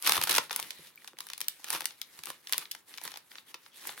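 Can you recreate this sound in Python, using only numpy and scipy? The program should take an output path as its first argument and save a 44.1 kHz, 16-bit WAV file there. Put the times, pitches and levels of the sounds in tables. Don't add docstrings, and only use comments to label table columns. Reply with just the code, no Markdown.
import sys
import numpy as np
from scipy import signal
from scipy.fft import rfft, irfft
from scipy.io import wavfile

SR = 44100
rng = np.random.default_rng(int(sys.argv[2]) if len(sys.argv) > 2 else 0)


def generate_wav(sig):
    pcm = np.round(np.clip(np.atleast_2d(sig).T, -1, 1) * 32767).astype(np.int16)
    wavfile.write(sys.argv[1], SR, pcm)


N = 176400
TIME = np.arange(N) / SR
EDGES_HZ = 70 * 2 ** (np.arange(17) / 2)

# [t/s, level of the tearing/dB]
SEAL_PULLS = [
    [(.015, -80), (.032, -42.5), (.075, -26), (.11, -34.5), (.18, -31), (.2, -60), (.235, -33.5),
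     (.262, -52), (.305, -28), (.375, -31), (.4, -52)],
    [(.505, -72), (.515, -38.5), (.545, -48.5), (.6, -46.5), (.64, -70)],
    [(1.63, -63), (1.69, -43), (1.742, -36), (1.775, -39.5), (1.82, -51), (1.85, -71)],
    [(2.23, -61), (2.295, -55), (2.33, -68)],
    [(2.52, -47), (2.54, -67), (2.585, -52.5), (2.63, -44.5), (2.66, -89)],
    [(3.0, -73), (3.055, -63), (3.11, -51), (3.16, -64), (3.2, -62)],
]
# [f/Hz, level per half octave/dB]
TEAR_COLOUR = [(83, -69), (166, -51), (235, -20), (333, -15.5), (470, -15), (666, -17), (940, -0.5),
               (1330, 4), (1880, -1), (2660, 7), (3770, 7), (5330, 4.5), (7530, -12), (10650, 10.5),
               (15000, 3)]
# [f/Hz, level per half octave/dB]
RUMBLE_COLOUR = [(83, -9.5), (117, -23), (166, -2), (235, -24), (333, 7.5), (470, 6), (940, 4), (3000, -47)]
FIBRES_PER_S, FIBRE_SPREAD_DB, FIBRE_DECAY_S = 1500, 3.8, .0008
PATCHES_PER_S = 14

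# [t/s, level/dB, body re level/dB, treble re level/dB, decay at 4 kHz/s,
# left minus right/dB]; the levels come before the shared trim, weights, scatter and colour below
FILM_SNAPS = [(0.0246, -41, -35, 10, 0.00041, -1), (0.0651, -27, -13, -4, 0.0025, 4),
              (0.0739, -20, -16, -0.5, 0.00083, 0), (0.0942, -23, -0.5, 2.5, 0.0019, 4.5),
              (0.1211, -21.5, -14, 1, 0.001, -2.5), (0.1342, -35, 0, 2, 0.0025, 7),
              (0.1661, -35, 5.5, 3.5, 0.0034, 5), (0.177, -43.5, 17.5, 5, 0.0033, 0),
              (0.2142, -28.5, -1.5, 0.5, 0.0023, -1.0), (0.225, -31, -32, -3, 0.00083, 0),
              (0.233, -41, 0, 6, 0.0025, -2), (0.2379, -29.5, -16, 6, 0.0012, -0.5),
              (0.272, -33.5, 2.5, 3.5, 0.0047, 0), (0.2938, -23.5, -8.5, -1, 0.0049, 1),
              (0.2996, -47, -9, 10, 0.0015, -1.0), (0.311, -27.5, -25, 3.5, 0.0024, -2),
              (0.3181, -26, -14, -8, 0.0016, -4), (0.3505, -23, -30, -4, 0.004, -1),
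              (0.362, -26.5, -18, 0.5, 0.0011, 1), (0.3694, -35, -35, 7, 0.0033, -8),
              (0.3814, -21.5, 2, -1, 0.0034, -0.5), (0.3825, -26.5, -6, -35, 0.0025, 6),
              (0.4962, -44, -2, -9, 0.00075, 4), (0.5084, -30, -3, -24, 0.0024, 0.5),
              (0.5131, -41.5, 0, 7, 0.002, -1), (0.5287, -38, -6, 0, 0.00054, 6),
              (0.5616, -32, -4.5, 10, 0.00085, 3), (0.592, -41, 9, -5.0, 0.0027, 2),
              (0.5991, -37.5, -3, 9, 0.00097, -1), (0.627, -37.5, -41, -0.5, 0.0011, 4),
              (0.7063, -33.5, -26.5, -3.5, 0.00024, -1.5), (1.0451, -50.5, 0, -2.5, 0.0013, -1),
              (1.076, -40.5, -38, -2.5, 0.0015, -2.5), (1.0802, -49, -2, 0, 0.0035, 4),
              (1.1869, -42, -6.5, 2, 0.0018, 0), (1.205, -37, -11.5, 0.5, 0.0025, 1.5),
              (1.2682, -47.5, -5.5, 5, 0.0013, 2), (1.2876, -47.5, -32, -1, 0.0009, 3),
              (1.3009, -38, -10, -4, 0.0009, 1), (1.3185, -51, -3, -4, 0.0008, 1),
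              (1.3338, -35.5, -17, -4.5, 0.0014, 1.5), (1.3787, -44.5, -13, 6.5, 0.0013, 0.0),
              (1.405, -39, -11.5, 5.5, 0.0016, 3), (1.4139, -33.5, -20.5, 3.5, 0.00086, 2.5),
              (1.4437, -46.5, -16, -8, 0.0006, 3), (1.4832, -31.5, -32, 5, 0.0014, 0.5),
              (1.6436, -38, -8.5, 0.5, 0.0007, 0.5), (1.7033, -32.5, -8, 9, 0.0013, 0),
              (1.729, -37.5, 3, 8.5, 0.0027, 1), (1.7343, -40, 7.5, 4, 0.0031, 2),
              (1.7489, -35.5, 1.5, -3, 0.0022, -1), (1.8067, -35, -5.5, 0.5, 0.00067, 3),
              (1.8191, -40.5, -2, -5, 0.00072, 0), (1.8433, -44.5, -5, -3, 0.00099, 7),
              (1.8559, -29, -17.5, 4.5, 0.00089, 0), (1.9071, -43, -20, -14, 0.0009, 2),
              (2.0155, -33.5, -21.5, -1.5, 0.00057, 2), (2.1902, -45, -9, -4, 0.0009, -1),
              (2.2358, -39.5, -18, 2.5, 0.00071, 1), (2.2569, -45, -14, 7.5, 0.0006, 6),
              (2.2705, -42.5, 2.5, -3, 0.00065, 1.5), (2.3021, -40.5, 4.5, 3.5, 0.0018, 0),
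              (2.4715, -37, -34, -12, 0.0022, 2), (2.4946, -44, -5, 0, 0.00042, 0),
              (2.5246, -28, -12.5, 6, 0.0012, 0), (2.533, -23.5, -20, -6, 0.0017, 1),
              (2.5423, -36.5, -1.5, -3, 0.0016, 1.5), (2.5799, -31.5, -11, 8.5, 0.00097, -0.5),
              (2.6546, -41.5, -21, -41, 0.0017, 3), (2.7126, -36.5, -43, 0, 0.0021, -4),
              (2.7164, -39.5, -42, 3.5, 0.00031, 9), (2.7493, -44, -4.5, -1, 0.0029, 3.0),
              (2.9398, -43.5, -13, -20, 0.0023, 2), (2.9755, -43.5, -20, 3, 0.00051, -2),
              (2.9812, -40, -11, -7, 0.0025, 5.5), (3.0144, -49.5, 3, 0, 0.0015, 4),
              (3.0378, -58.5, -15, 23.5, 0.0008, -2.0), (3.051, -47, 8.5, 10, 0.0047, 2.0),
              (3.077, -35.5, -7.5, -6, 0.0014, -2), (3.1175, -46.5, -2.5, -1, 0.0024, 4),
              (3.1403, -45, -3.0, -7, 0.00068, 2), (3.1589, -41, -7.5, -24, 0.0012, 2.5),
              (3.1724, -42, -5, 1.5, 0.00095, 0), (3.3162, -47.5, -9, -32, 0.0019, 2),
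              (3.3552, -43.5, -6, -29, 0.00062, -3), (3.3835, -40, -14, -51, 0.0011, 2),
              (3.5424, -39, -7, -7, 0.0048, 0.5), (3.662, -51.5, -2.5, -15, 0.0025, 1),
              (3.8525, -52, 5.5, -9, 0.00078, 6), (3.8719, -55, -1, 24, 0.00051, 0),
              (3.8921, -35.5, -4.5, -39, 0.0008, 2)]
# [f/Hz, level per half octave/dB]
SNAP_COLOUR = [(83, -44.5), (235, -27), (470, -16.5), (666, -17), (940, -3), (1330, -4.5), (1880, -4),
               (2660, -7), (3770, -3), (5330, -3), (7530, -9), (10650, -2), (15000, -5.5)]
# [f/Hz, level re crack/dB]
SNAP_RING = [(900, -10), (3500, -10.5), (12000, -13.5)]
# [f/Hz, weight]
BODY_WEIGHT = [(1000, 0.92), (2500, 0.0023)]
TREBLE_WEIGHT = [(4500, 0.0014), (10000, 1)]
SNAP_TRIM_DB, SNAP_SPAN_S = -1, 0.004
SNAP_RING_S, SNAP_SCATTER_DB = 0.0038, 1
CRACK_SHORTENING = 0.086
CLICK_DB = 7

# [t/s, f/Hz, level/dB, time to fade by 60 dB/s]
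FILM_POPS = [(0.2374, 11700, -10.5, .003), (0.3827, 1490, -21.5, 0.02), (.9582, 13700, -34, 0.0036),
             (0.9763, 2340, -41.5, 0.025), (1.0208, 1920, -43.5, 0.0075), (1.1333, 955, -38.5, 0.0027),
             (1.17, 2240, -41, .004), (1.4833, 14200, -8, 0.0032), (1.598, 840, -50, 0.02),
             (2.0155, 3450, -34, 0.013), (2.3025, 885, -26, 0.0095), (2.75, 1740, -31, 0.004),
             (3.543, 2595, -38, 0.027), (3.543, 4400, -39.5, 0.018), (3.978, 1490, -27.5, 0.0032)]

# [t/s, level/dB]
SLIDING = [(0, -59), (.1, -34), (.37, -55.5), (.44, -49), (.49, -63), (.57, -48.5), (.66, -50),
           (.71, -52.5), (.82, -55.5), (.87, -54), (.94, -68), (.99, -62), (1.07, -61.5), (1.15, -76),
           (1.2, -57.5), (1.26, -58.5), (1.33, -61), (1.37, -61), (1.45, -57.5), (1.59, -59), (1.73, -60),
           (1.88, -53), (1.96, -62.5), (2.08, -62.5), (2.18, -54), (2.22, -62.5), (2.29, -45.5),
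           (2.35, -59.5), (2.42, -66.5), (2.49, -54), (2.58, -49.5), (2.69, -62), (2.76, -58.5),
           (2.855, -71.5), (2.89, -54.5), (2.95, -55.5), (3.0, -62), (3.05, -44), (3.1, -58), (3.17, -60),
           (3.23, -67), (3.29, -66.5), (3.32, -54), (3.38, -56.5), (3.45, -70), (3.485, -57),
           (3.515, -53.5), (3.53, -69), (3.6, -66.5), (3.665, -60), (3.715, -69), (3.76, -56),
           (3.83, -49.5), (3.885, -42), (3.95, -55), (4.0, -49)]
# [f/Hz, level per half octave/dB]
SLIDE_COLOUR = [(83, -42.5), (235, -16.5), (470, -14.5), (666, -18), (940, -8), (1330, -8.5), (1880, -1),
                (2660, -2), (3770, 0), (5330, -1.5), (7530, -2.5), (10650, 4), (15000, 0.5)]

# [t at the middle/s, length/s, f/Hz, level before the swell/dB]
FLAP_SWISHES = [(.765, 0.14, 3950, -59), (3.488, .07, 3400, -61), (3.746, 0.095, 3300, -62)]
SWISH_Q = 13

# [t/s, level/dB, tilt around 200 Hz/dB per octave]
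DESK_BUMPS = [(0.179, -37, -11.5), (0.214, -41, 10), (0.301, -35.5, 7), (0.324, -42, 8), (.622, -46, -2),
              (0.654, -53, -2), (0.789, -44.5, 0), (1.134, -54.5, 8), (1.408, -54, 10.5), (1.744, -39.5, 7),
              (1.819, -47.5, 6.5), (2.186, -50, -3), (2.28, -47, 6), (2.58, -45, 5), (3.05, -49.5, -2),
              (3.545, -58.5, 13.5)]
# [f/Hz, level/dB, time to fade by 60 dB/s]
DESK_MODES = [(100, -11, 0.067), (160.7, -9.5, 0.16), (348, -3.5, 0.052), (511, -9.5, 0.051)]

# [f/Hz, likeness 0-1]
LIKENESS = [(100, 0.4), (600, 0.67), (1400, 0.69), (2800, 0.43), (5600, 0.3), (11000, 0.46)]
RIGHT_LAG_S = .00002

# [f/Hz, level/dB]
ROOM_LEVEL = [(100, -8.5), (700, -13), (3000, -11.5), (7000, -13), (14000, -17)]
# [f/Hz, time to fade by 60 dB/s]
ROOM_T60 = [(100, 0.36), (1000, 0.21), (4000, 0.22), (14000, 0.11)]
# [t/s, level/dB]
ROOM_ECHOES = [(.0088, -26), (0.013, -21)]
TAIL_START_S = .008

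# [f/Hz, level per half octave/dB]
HUSH_COLOUR = [(83, -2), (166, 7.5), (333, 8), (666, 5), (1330, 13.5), (3770, -4), (7530, -11), (15000, 14)]
HUSH_DB, HUSH_DRIVE = -69.5, 0.82
CUTOFF_HZ = 16300


def tearing_seal(crinkle_db=-3, rumble_db=-21):
    pull = sum(level_curve(points) for points in SEAL_PULLS)
    breaks = grains(FIBRES_PER_S, FIBRE_SPREAD_DB, FIBRE_DECAY_S)
    fibres = coloured(pull * breaks, TEAR_COLOUR, patchy_db=0.5)
    creases = crinkles(pull, per_s=420, spread_db=4.5, low_hz=856, high_hz=6500, cycles=10.0, pan_db=15)
    rumble = coloured(pull, RUMBLE_COLOUR)
    return fibres + from_db(crinkle_db) * creases + from_db(rumble_db) * rumble


def film_snaps():
    s, db, body_db, treble_db, decay_s, pan_db = np.transpose(FILM_SNAPS)
    t = TIME[:1024]
    sounds = 0
    for hz, sos in bands():
        fade_speed = (hz / 4000) ** CRACK_SHORTENING
        crack = np.exp(-t / np.maximum(decay_s, 1e-4)[:, None] * fade_speed)
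        crack[:, 0] *= from_db(CLICK_DB)
        ring = from_db(at_hz(SNAP_RING, hz)) * np.exp(-t / SNAP_RING_S)
        shape = np.hypot(crack, ring)
        burst = signal.sosfilt(sos, stereo_noise(hz, shape.shape) * shape)
        energy = (burst ** 2).sum(-1).mean(0)
        burst /= np.sqrt(energy / (SNAP_SPAN_S * SR))[:, None]
        own_db = body_db * at_hz(BODY_WEIGHT, hz) + treble_db * at_hz(TREBLE_WEIGHT, hz)
        scatter_db = SNAP_SCATTER_DB * rng.standard_normal(len(s))
        total_db = SNAP_TRIM_DB + db + own_db + scatter_db + at_hz(SNAP_COLOUR, hz)
        sounds = sounds + burst * from_db(total_db)[:, None]
    out = np.zeros((2, N))
    for k, start in enumerate(s):
        pan = from_db([[pan_db[k] / 2], [-pan_db[k] / 2]])
        add(out, start, sounds[:, k] * pan)
    return out


def film_pops():
    out = np.zeros(N)
    for s, hz, db, t60 in FILM_POPS:
        add(out, s, from_db(db) * damped_sine(hz, t60))
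    return out


def sliding_fingers(crinkle_db=-4, rumble_db=-19):
    slide = level_curve(SLIDING)
    rubbing = grains(per_s=3400, spread_db=2.5, decay_s=0.0006)
    hiss = coloured(slide * rubbing, SLIDE_COLOUR, patchy_db=2.2)
    creases = crinkles(slide, per_s=100, spread_db=5.0, low_hz=886, high_hz=6080, cycles=13, pan_db=8)
    rumble = coloured(slide, RUMBLE_COLOUR)
    return hiss + from_db(crinkle_db) * creases + from_db(rumble_db) * rumble


def flap_swishes():
    out = np.zeros((2, N))
    for s, length_s, hz, db in FLAP_SWISHES:
        swell = np.hanning(int(length_s * SR))
        b, a = signal.iirpeak(hz, SWISH_Q, fs=SR)
        rub = signal.lfilter(b, a, stereo_noise(hz, swell.shape))
        add(out, s - length_s / 2, from_db(db) * swell * rub / rub.std())
    return out


def desk_bumps(contact_s=0.0033):
    out, t = np.zeros(N), TIME[:SR // 2]
    for s, db, tilt_db in DESK_BUMPS:
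        ring = 0
        for hz, mode_db, t60 in DESK_MODES:
            fading_db = db + mode_db + tilt_db * np.log2(hz / 200) - 60 * t / t60
            ring = ring + from_db(fading_db) * np.sin(2 * np.pi * hz * t)
        soft_start = 1 - np.exp(-(t / contact_s) ** 2)
        add(out, s, ring * soft_start)
    return out


def room(x):
    t = TIME[:SR // 2]
    response = np.zeros((2, N))
    for hz, sos in bands():
        decay = from_db(-60 * t / at_hz(ROOM_T60, hz))
        tail = stereo_noise(hz, t.shape) * decay / np.sqrt(np.sum(decay ** 2))
        add(response, TAIL_START_S, from_db(at_hz(ROOM_LEVEL, hz)) * signal.sosfilt(sos, tail))
    for s, db in ROOM_ECHOES:
        add(response, s, from_db([db]))
    return signal.fftconvolve(x, response[:, :len(t)], axes=1)[:, :N]


def steady_hush():
    return from_db(HUSH_DB) * coloured(HUSH_DRIVE, HUSH_COLOUR)


def crinkles(drive, per_s, spread_db, low_hz, high_hz, cycles, pan_db):
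    out = np.zeros((2, N))
    for when, chance, pitch, size, side in rng.random((4000, 5)):
        if chance >= per_s * TIME[-1] / 4000:
            continue
        s, hz = when * TIME[-1], low_hz * (high_hz / low_hz) ** pitch
        size_gain = from_db(spread_db * min(-np.log(1 - size), 3))
        gain = drive[int(s * SR)] * size_gain * np.sqrt(hz / high_hz)
        pan = from_db(pan_db * (side - .5) * np.array([[1], [-1]]))
        add(out, s, gain * pan * damped_sine(hz, cycles / hz))
    return out


def damped_sine(hz, t60):
    t = TIME[:int(t60 * SR) + 2]
    motion = from_db(-60 * t / t60) * np.sin(2 * np.pi * hz * t)
    return np.diff(motion, prepend=0) / (2 * np.sin(np.pi * hz / SR))


def grains(per_s, spread_db, decay_s):
    sizes = from_db(spread_db * np.minimum(rng.exponential(1, N), 4))
    breaks = (rng.random(N) < per_s / SR) * sizes ** 2
    power = signal.lfilter([1], [1, -np.exp(-2 / (decay_s * SR))], breaks + 1e-18)
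    return np.sqrt(power / power.mean())


def coloured(drive, colour, patchy_db=0):
    out, power = 0, 0
    for hz, sos in bands():
        gain = from_db(at_hz(colour, hz))
        share = hz * (2 ** .25 - 2 ** -.25) / (SR / 2)
        swell = from_db(patchy_db * drift(PATCHES_PER_S)) if patchy_db else 1
        noise = stereo_noise(hz, (N,)) * (drive * swell + 1e-12)
        out = out + gain / np.sqrt(share) * signal.sosfilt(sos, noise)
        power += gain ** 2
    return out / np.sqrt(power)


def drift(per_s):
    knots = rng.standard_normal(int(2 * per_s * TIME[-1]) + 2)
    return signal.resample(knots, N)


def stereo_noise(hz, shape):
    mid, side = rng.standard_normal((2, *shape))
    alike = np.clip(at_hz(LIKENESS, hz), 0, .99)
    mid, side = mid * np.sqrt((1 + alike) / 2), side * np.sqrt((1 - alike) / 2)
    return np.array([mid + side, mid - side])


def bands():
    pairs = []
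    for lo, hi in zip(EDGES_HZ, EDGES_HZ[1:]):
        sos = signal.butter(2, [lo, hi], "band", fs=SR, output="sos")
        pairs.append((np.sqrt(lo * hi), sos))
    return pairs


def level_curve(points):
    s, db = np.transpose(points)
    return from_db(np.interp(TIME, s, db)) * (TIME >= s[0]) * (TIME <= s[-1])


def at_hz(points, hz):
    f, value = np.transpose(points)
    return np.interp(np.log(hz), np.log(f), value)


def from_db(db):
    return 10 ** (np.asarray(db) / 20)


def add(out, s, sound):
    start = max(int(s * SR), 0)
    out[..., start:start + sound.shape[-1]] += sound[..., :max(N - start, 0)]


def delayed(x, lag_s):
    hz = np.arange(N // 2 + 1) * SR / N
    return irfft(rfft(x) * np.exp(-2j * np.pi * hz * lag_s), N)


def scene():
    film = film_snaps() + film_pops()
    paper = tearing_seal() + sliding_fingers()
    left, right = film + paper + flap_swishes() + desk_bumps()
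    pouch = np.array([left, delayed(right, RIGHT_LAG_S)])
    return pouch + room(pouch) + steady_hush()


def record(dry, low_cut_hz=54):
    low_cut = signal.butter(2, low_cut_hz, "high", fs=SR, output="sos")
    top_cut = signal.ellip(10, .1, 70, CUTOFF_HZ, fs=SR, output="sos")
    return signal.sosfilt(top_cut, signal.sosfilt(low_cut, dry))


dry = scene()
out = record(dry)
generate_wav(out)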